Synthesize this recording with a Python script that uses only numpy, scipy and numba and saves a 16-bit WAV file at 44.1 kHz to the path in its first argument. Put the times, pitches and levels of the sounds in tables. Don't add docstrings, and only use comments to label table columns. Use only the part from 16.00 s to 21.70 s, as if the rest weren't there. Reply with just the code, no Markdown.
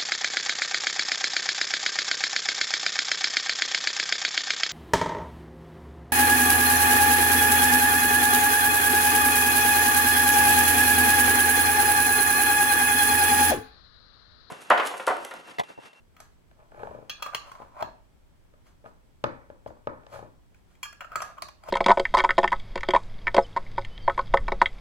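import sys
import numpy as np
from scipy import signal
from scipy.fft import rfft, irfft
from scipy.io import wavfile
from scipy.ndimage import uniform_filter1d
from numba import njit

SR = 44100
rng = np.random.default_rng(int(sys.argv[2]) if len(sys.argv) > 2 else 0)


def materialize(psi):
    bounded = np.clip(np.atleast_2d(psi).T, -1, 1)
    quanta = np.round(bounded * 32767).astype(np.int16)
    wavfile.write(sys.argv[1], SR, quanta)


N = 251546

# t/s, length/s, level/dB
LID_SCRAPES = [(.16, 0.07, -59.5), (1.19, 0.027, -50.5), (1.235, .08, -44.5), (1.327, 0.015, -39),
               (1.36, 0.19, -55), (1.5, 0.19, -53.5), (1.768, 0.07, -37), (1.875, 0.03, -52.5),
               (5.007, 0.024, -39.5), (5.1, 0.056, -45), (5.158, .022, -37), (5.21, 0.019, -33),
               (5.23, 0.11, -49), (5.372, 0.019, -42), (5.44, 0.048, -57), (5.645, 0.059, -44)]
# t/s, panel/dB, rim/dB, tick/dB, chatter/ms
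LID_HITS = [(0.166, -60, -59.5, -71, 1.3), (0.2022, -54.5, -59, -51, 1.6), (1.0961, -64, -33, -46, 2.1),
            (1.2229, -31.5, -33.5, -44, 7), (1.262, -32, -45, -53, 6.2), (1.3467, -29, -30, -38.5, 1.5),
            (1.5162, -42.5, -57, -59, 4), (1.5513, -47.5, -70, -67, 3), (1.618, -62, -65, -86, 7),
            (1.767, -50, -76, -79, 4), (1.8244, -32, -39.5, -62, 2.04), (3.2392, -41, -62, -55.5, 0.4),
            (4.545, -80.5, -66, -71, 1.9), (4.751, -85, -65, -81, 3.7), (4.8292, -51, -33.5, -42.5, 4.6),
            (4.853, -50, -47.5, -68, 3.3), (4.927, -54, -52, -60, 3), (5.0068, -39, -43.5, -65, 2.6),
            (5.045, -41, -55, -77, 2.8), (5.118, -42, -59, -64, 1.8), (5.156, -25.5, -38, -38, 4.5),
            (5.204, -35.5, -48, -58, .76), (5.2183, -36.5, -53, -39.5, 6), (5.3812, -49, -56.5, -75, 2.2),
            (5.4217, -36, -42, -38, .66), (5.4332, -50, -71, -70, 1.2), (5.485, -49.5, -51.5, -55, 2.5),
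            (5.636, -52, -54.5, -61.5, 3), (5.686, -42.5, -47.5, -56.5, 6.3)]
# first touch/s, tight/s, loose panel/Hz, tight panel/Hz
LID_TURNS = [(1.116, 1.848, 1262, 950), (4.823, 5.7, 1450, 969)]
# t/s, length/s, level/dB
HAND_BRUSHES = [(.17, .13, -57), (.66, 0.5, -62.5), (1.39, 0.29, -57), (1.75, .2, -70), (2.645, 0.078, -58),
                (2.85, 0.059, -60.5), (3.668, 0.024, -51.5), (4.1, 0.11, -48), (4.52, 0.12, -69),
                (4.66, 0.15, -66.5), (5.2, 0.14, -50), (5.65, 0.13, -48.5)]
# t/s, level/dB, brightness/Hz
COUNTER_KNOCKS = [(0.2022, -53, 2450), (0.513, -62, 2950), (0.7192, -52.5, 1150), (0.7453, -51.5, 1340),
                  (0.8102, -49, 1300), (0.8327, -36, 1100), (1.601, -49, 870), (1.619, -46, 1132),
                  (1.8244, -37, 1290), (2.5379, -60.5, 2000), (2.8415, -53, 1300), (2.8595, -45.5, 1280),
                  (3.2405, -24.5, 3100), (3.501, -45, 1370), (3.661, -38, 1030), (3.7038, -48.5, 705),
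                  (3.7679, -65, 1200), (3.8716, -29.5, 1610), (4.0347, -60, 2410), (4.066, -51, 4320),
                  (4.1905, -43.5, 950), (4.2273, -44.5, 750), (5.686, -42.5, 1300)]
# t/s, length/s, level/dB
JAR_PUSHES = [(.58, 0.074, -54.5), (.74, 0.25, -45), (.92, 0.12, -57), (2.845, 0.039, -48.5),
              (4.112, 0.12, -41.5), (4.22, 0.045, -62.5)]

# f/Hz, level/dB, t60/s
RIM_ONE_MODES = [(775, -25, 0.076), (1200, -1, 0.11), (1640, -11.5, 0.19), (2130, -29, 0.24),
                 (2450, -5.5, 0.19), (2457, -5, 0.3), (2660, 3.5, 0.15), (3000, -11.5, 0.18),
                 (3290, 4, 0.11), (3375, -4, 0.35), (3910, -1.5, 0.085), (4270, -1, 0.15),
                 (5210, -1, 0.081), (5450, -10, 0.25), (6160, -8, 0.056), (6225, 6, 0.025),
                 (7800, -24, 0.084), (9300, -18, 0.083), (11580, -34.5, 0.087), (14100, -31.5, .07)]
RIM_TWO_MODES = [(1170, -5.5, 0.2), (1650, -7, 0.22), (2360, 6, 0.082), (2410, -5, 0.2), (3254, -4.5, 0.17),
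                 (3317, -6, 0.08), (4350, -13, 0.14), (5304, -16.5, 0.32), (6140, -16, 0.11),
                 (6910, -7.5, 0.053), (7050, -13, 0.11), (7250, -4.5, 0.072), (9070, -15, 0.096),
                 (11700, -27, 0.069), (12600, -17, 0.097), (14950, -16, 0.056)]
COUNTER_MODES = [(67, -35, .2), (113.7, -22.5, 0.27), (172.6, -23, 0.029), (208, -25, 0.033),
                 (349, -27.5, 0.13), (439, -15, 0.033), (591.3, 2, 0.024), (649, 0.5, 0.027),
                 (822, -3, 0.02), (1004, -2, 0.016), (1247, -13.5, 0.056), (1520, 2.5, 0.0068),
                 (1750, -13.5, 0.022), (2435, -13.5, 0.0088), (4120, -22.5, 0.0075)]
# f/panel pitch, level/dB, t60/s
PANEL_MODES = [(0.999, 1, 0.029), (1.35, -14.5, 0.027), (1.95, -5.5, 0.0079)]

# f/Hz, level/dB
FLOOR_SPECTRUM = [(12, -8), (20, -4), (58, -5.5), (91, -9.5), (422, -22.5), (499, -24.5), (1060, -29),
                  (1220, -31), (1910, -34.5), (2390, -35), (2670, -38), (3250, -36.5), (3740, -40),
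                  (16000, -48.5)]
GRIND_SPECTRUM = [(100, -70), (350, -23), (600, 11.5), (1200, 7), (1900, -6.5), (2500, -3.5), (3000, -22),
                  (3400, -15.5), (6000, -22.5), (15000, -27)]
CLACK_SPECTRUM = [(400, -14.5), (900, 15.5), (1700, 3.5), (2600, 9), (3300, 1.5), (3750, -23), (4200, -4.5),
                  (4800, -10), (5400, -23), (7300, -4.5), (8500, -26), (15000, -3)]
TICK_SPECTRUM = [(500, -69.5), (1500, 8), (3000, -5.5), (6000, 0.5), (8300, -6), (11500, -2), (15500, -36)]
SKIN_SPECTRUM = [(200, -4), (900, 13.5), (2500, 0.5), (7000, -6), (10000, -8.5), (15000, -13)]
CRACK_SPECTRUM = [(100, -6), (500, 6.5), (1500, -2.5), (3000, 1), (6000, -6), (10000, -14.5), (16000, -38)]
SHIVER_SPECTRUM = [(100, 4.5), (280, -29), (450, 0.5), (700, -0.5), (1100, 7.5), (1550, 1.5), (1950, 1),
                   (2500, -9), (4000, -53.5), (9000, -35.5)]
# f/Hz, level/dB
WHINE_BANDS = [(7860, -88), (15700, -116)]
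# f/Hz, t60/s, echo re direct/dB
ROOM_BANDS = [(60, 0.74, -10), (126, 0.5, -4), (247, 0.41, 2.5), (660, 0.4, -5.5), (1210, 0.28, -6),
              (2600, 0.37, -2.5), (4970, 0.33, -0.5), (8600, 0.22, -1), (17000, 0.19, -23)]
# f/Hz, left minus right/dB
COUNTER_BALANCE = [(60, 4.5), (120, 13.5), (380, 5.5), (700, 6), (1300, -1), (2400, -3.5), (8000, 16.5)]

TIME_S = np.arange(N) / SR
HIT_S = TIME_S[:SR // 2]
SECOND_JAR_S = 4


def undb(db):
    return 10 ** (np.asarray(db) / 20)


def unit(x):
    return x / np.sqrt(np.mean(x ** 2))


def at_level(x, db):
    return x * undb(db) / np.sqrt(np.mean(x[:int(.016 * SR)] ** 2))


def add(track, start_s, x):
    i = int(start_s * SR)
    track[i:i + len(x)] += x[:max(N - i, 0)]


def at_hz(rows, hz, column=1):
    rows = np.array(rows)
    return np.interp(np.log(np.maximum(hz, 1)), np.log(rows[:, 0]), rows[:, column])


def colour(x, spectrum, size=4096):
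    hz = np.arange(size // 2 + 1) * SR / size
    cepstrum = irfft(np.log(undb(at_hz(spectrum, hz))))
    cepstrum[1:size // 2] *= 2
    cepstrum[size // 2 + 1:] = 0
    return signal.fftconvolve(x, irfft(np.exp(rfft(cepstrum))))[:len(x)]


@njit
def resonate(x, hz, width_hz):
    y, band_state, low_state = np.empty(len(x)), 0., 0.
    for i in range(len(x)):
        g, damping = np.tan(np.pi * hz[i] / SR), width_hz / hz[i]
        band = (band_state + g * (x[i] - low_state)) / (1 + g * (g + damping))
        band_state = 2 * band - band_state
        low_state += 2 * g * band
        y[i] = damping * band
    return y


def fade(t60_s):
    return np.exp(-np.log(1000) * HIT_S / max(t60_s, 1e-4))


def burst(t60_s):
    return rng.standard_normal(len(HIT_S)) * fade(t60_s)


def wander(rate_hz):
    count = max(int(rate_hz * HIT_S[-1]), 2)
    return np.interp(HIT_S, np.linspace(0, HIT_S[-1], count), rng.standard_normal(count))


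def ring(modes, t60_scale=1, scatter_db=0, detune=0, waver_hz=0):
    out = 0
    for k, (hz, db, t60_s) in enumerate(modes):
        weight, shift = rng.standard_normal(2)
        cycles = np.cumsum(hz * (1 + detune * shift) + waver_hz * wander(200)) / SR
        envelope = undb(db + scatter_db * weight) * fade(t60_s * t60_scale)
        out += (-1) ** k * envelope * np.sin(2 * np.pi * cycles)
    return out


def slips(rate_hz, spread_db):
    size = undb(spread_db * np.clip(rng.standard_normal(N), -2, 2))
    return (rng.random(N) < rate_hz / SR) * size * rng.choice([-1, 1], N)


def strokes(rows, rise_share, depth_db=15):
    gain = 0
    for start_s, length_s, db in rows:
        along = (TIME_S - start_s) / length_s
        off_peak = np.maximum((rise_share - along) / rise_share, (along - rise_share) / (1 - rise_share))
        gain += undb(db - depth_db * off_peak)
    return gain


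def noise_floor():
    out = undb(-58) * unit(colour(rng.standard_normal(N), FLOOR_SPECTRUM))
    for hz, db in WHINE_BANDS:
        whine = resonate(rng.standard_normal(N), np.full(N, float(hz)), width_hz=110.)
        out += undb(db) * unit(whine)
    return out


def lid_state(grip_s=.1, gripped_ring=.2, loose_thud_db=-17, tight_thud_db=-.5):
    jar = (TIME_S >= SECOND_JAR_S).astype(int)
    touch_s, tight_s, loose_hz, tight_hz = np.array(LID_TURNS, float)[jar].T
    tightness = np.clip((TIME_S - touch_s) / (tight_s - touch_s), 0, 1)
    panel_hz = loose_hz + (tight_hz - loose_hz) * tightness
    freedom = gripped_ring + (1 - gripped_ring) * np.exp(-np.abs(TIME_S - touch_s) / grip_s)
    thud_db = loose_thud_db + (tight_thud_db - loose_thud_db) * tightness ** 2
    return panel_hz, freedom, thud_db


def lid_scrapes(panel_hz):
    jerks = slips(rate_hz=1000, spread_db=4.5)
    panel = resonate(jerks, panel_hz, width_hz=260.)
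    panel = resonate(panel, panel_hz, width_hz=520.)
    grind = colour(jerks, GRIND_SPECTRUM)
    return strokes(LID_SCRAPES, rise_share=.62) * (unit(panel) + unit(grind))


def lug_chatter(length_ms, skips=14):
    n = int(length_ms * SR / 1000) + 2
    force = np.zeros(n)
    force[0] = 1
    skip_at = 1 + (rng.random(skips) * (n - 1)).astype(int)
    force[skip_at] += .35 * length_ms * rng.choice([-1, 1], skips)
    return force


def lid_hits(panel_hz, freedom, thud_db):
    lid, thuds = np.zeros(N), np.zeros(N)
    for start_s, panel_db, rim_db, tick_db, chatter_ms in LID_HITS:
        i = min(int(start_s * SR), N - 1)
        force = lug_chatter(chatter_ms)
        swell = 1 - fade(.0013 * chatter_ms)
        rim_modes = RIM_ONE_MODES if start_s < SECOND_JAR_S else RIM_TWO_MODES
        rim = swell * ring(rim_modes, t60_scale=freedom[i], scatter_db=1, detune=.001, waver_hz=40)
        panel = swell * ring([(panel_hz[i] * ratio, db, t60_s) for ratio, db, t60_s in PANEL_MODES])
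        clack = colour(burst(.0058) + .46 * burst(.036), CLACK_SPECTRUM)
        tick = colour(burst(.0054) + .18 * burst(.05), TICK_SPECTRUM)
        add(lid, start_s, at_level(rim, rim_db - 7.5 + 7 * freedom[i]))
        add(lid, start_s, at_level(signal.lfilter(force, 1, clack), rim_db + 1.5 - 5 * freedom[i]))
        add(lid, start_s, at_level(signal.lfilter(force, 1, tick), tick_db))
        add(lid, start_s, at_level(panel, panel_db))
        add(thuds, start_s, at_level(ring(COUNTER_MODES, scatter_db=4.5), panel_db + thud_db[i]))
    bass_cut = signal.butter(1, 180, "high", fs=SR)
    return lid, signal.lfilter(*bass_cut, thuds)


def hand_rustle():
    grains = colour(slips(rate_hz=8000, spread_db=5.5), SKIN_SPECTRUM)
    return unit(grains) * strokes(HAND_BRUSHES, rise_share=.35)


def counter_knocks(rows):
    out = np.zeros(N)
    for start_s, db, bright_hz in rows:
        crack = colour(fade(.0001) + .0063 * burst(.0023), CRACK_SPECTRUM)
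        body = ring(COUNTER_MODES, scatter_db=4.5, detune=.0033)
        shiver = colour(burst(.5), SHIVER_SPECTRUM)
        knock = at_level(body, -2.4) + at_level(crack, -7) + at_level(shiver, -16.5)
        soften = signal.butter(2, .88 * bright_hz, fs=SR)
        add(out, start_s, at_level(signal.lfilter(*soften, knock), db - 1))
    return out


def jar_slide():
    jerks = slips(rate_hz=900, spread_db=4)
    body = signal.fftconvolve(jerks, ring(COUNTER_MODES))[:N]
    body = signal.lfilter(*signal.butter(1, 1500, fs=SR), body)
    rasp = colour(jerks, SHIVER_SPECTRUM)
    return (unit(body) + undb(-9) * unit(rasp)) * strokes(JAR_PUSHES, rise_share=.22)


def jar_rocking(start_s=.871, period_s=.039, first_db=-43, loss_db=1.5, bright_hz=800):
    return [(start_s + k * period_s, first_db - k * loss_db, bright_hz) for k in range(5)]


def level_out(response, bands):
    hz = np.arange(1, len(response) // 2 + 1) * SR / len(response)
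    power = uniform_filter1d(np.abs(rfft(response)[1:]) ** 2, size=45)
    wanted = 1 + undb(at_hz(bands, hz, column=2)) ** 2
    return colour(response, np.column_stack([hz, 10 * np.log10(wanted / power)]))


def kitchen(x, left_lag_ms, early_db, treble_echo_db=0):
    t = TIME_S[:int(.7 * SR)]
    hz = np.arange(len(t) // 2 + 1) * SR / len(t)
    bands, ears = np.array(ROOM_BANDS, float), []
    bands[:, 2] += treble_echo_db * (bands[:, 0] > 2000)
    for lag in (int(left_lag_ms * SR / 1000), 0):
        phases = np.exp(2j * np.pi * rng.random(len(hz)))
        response = np.zeros(len(t))
        for selector, (_, t60_s, db) in zip(np.eye(len(bands)), bands):
            band_gain = np.interp(np.log(hz + 1), np.log(bands[:, 0]), selector)
            envelope = np.exp(-np.log(1000) * t / t60_s) * (1 - np.exp(-t / .0017))
            response += undb(db) * irfft(phases * band_gain, len(t)) * unit(envelope)
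        early = rng.standard_normal(len(t)) * np.exp(-t / .002)
        early = signal.lfilter(*signal.butter(2, 1200, "high", fs=SR), early)
        response += undb(early_db) * early / np.linalg.norm(early)
        response[lag] += 1
        ears.append(signal.fftconvolve(x, level_out(response, bands))[:N])
    return np.array(ears)


def scene():
    panel_hz, freedom, thud_db = lid_state()
    hits, thuds = lid_hits(panel_hz, freedom, thud_db)
    lids = kitchen(hits + lid_scrapes(panel_hz) + hand_rustle(), left_lag_ms=.03, early_db=7)
    wood = counter_knocks(list(COUNTER_KNOCKS) + jar_rocking()) + jar_slide() + thuds
    wood = kitchen(wood, left_lag_ms=.17, early_db=1, treble_echo_db=-9.5)
    for ear, side in enumerate((1, -1)):
        wood[ear] = colour(wood[ear], [(hz, side * db / 2) for hz, db in COUNTER_BALANCE])
    floor = np.array([noise_floor(), noise_floor()])
    return undb(-1.5) * lids + undb(1.5) * wood + floor


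def record(dry):
    return signal.sosfilt(signal.ellip(10, .2, 80, 16000, fs=SR, output="sos"), dry)


dry = scene()
out = record(dry)
materialize(out)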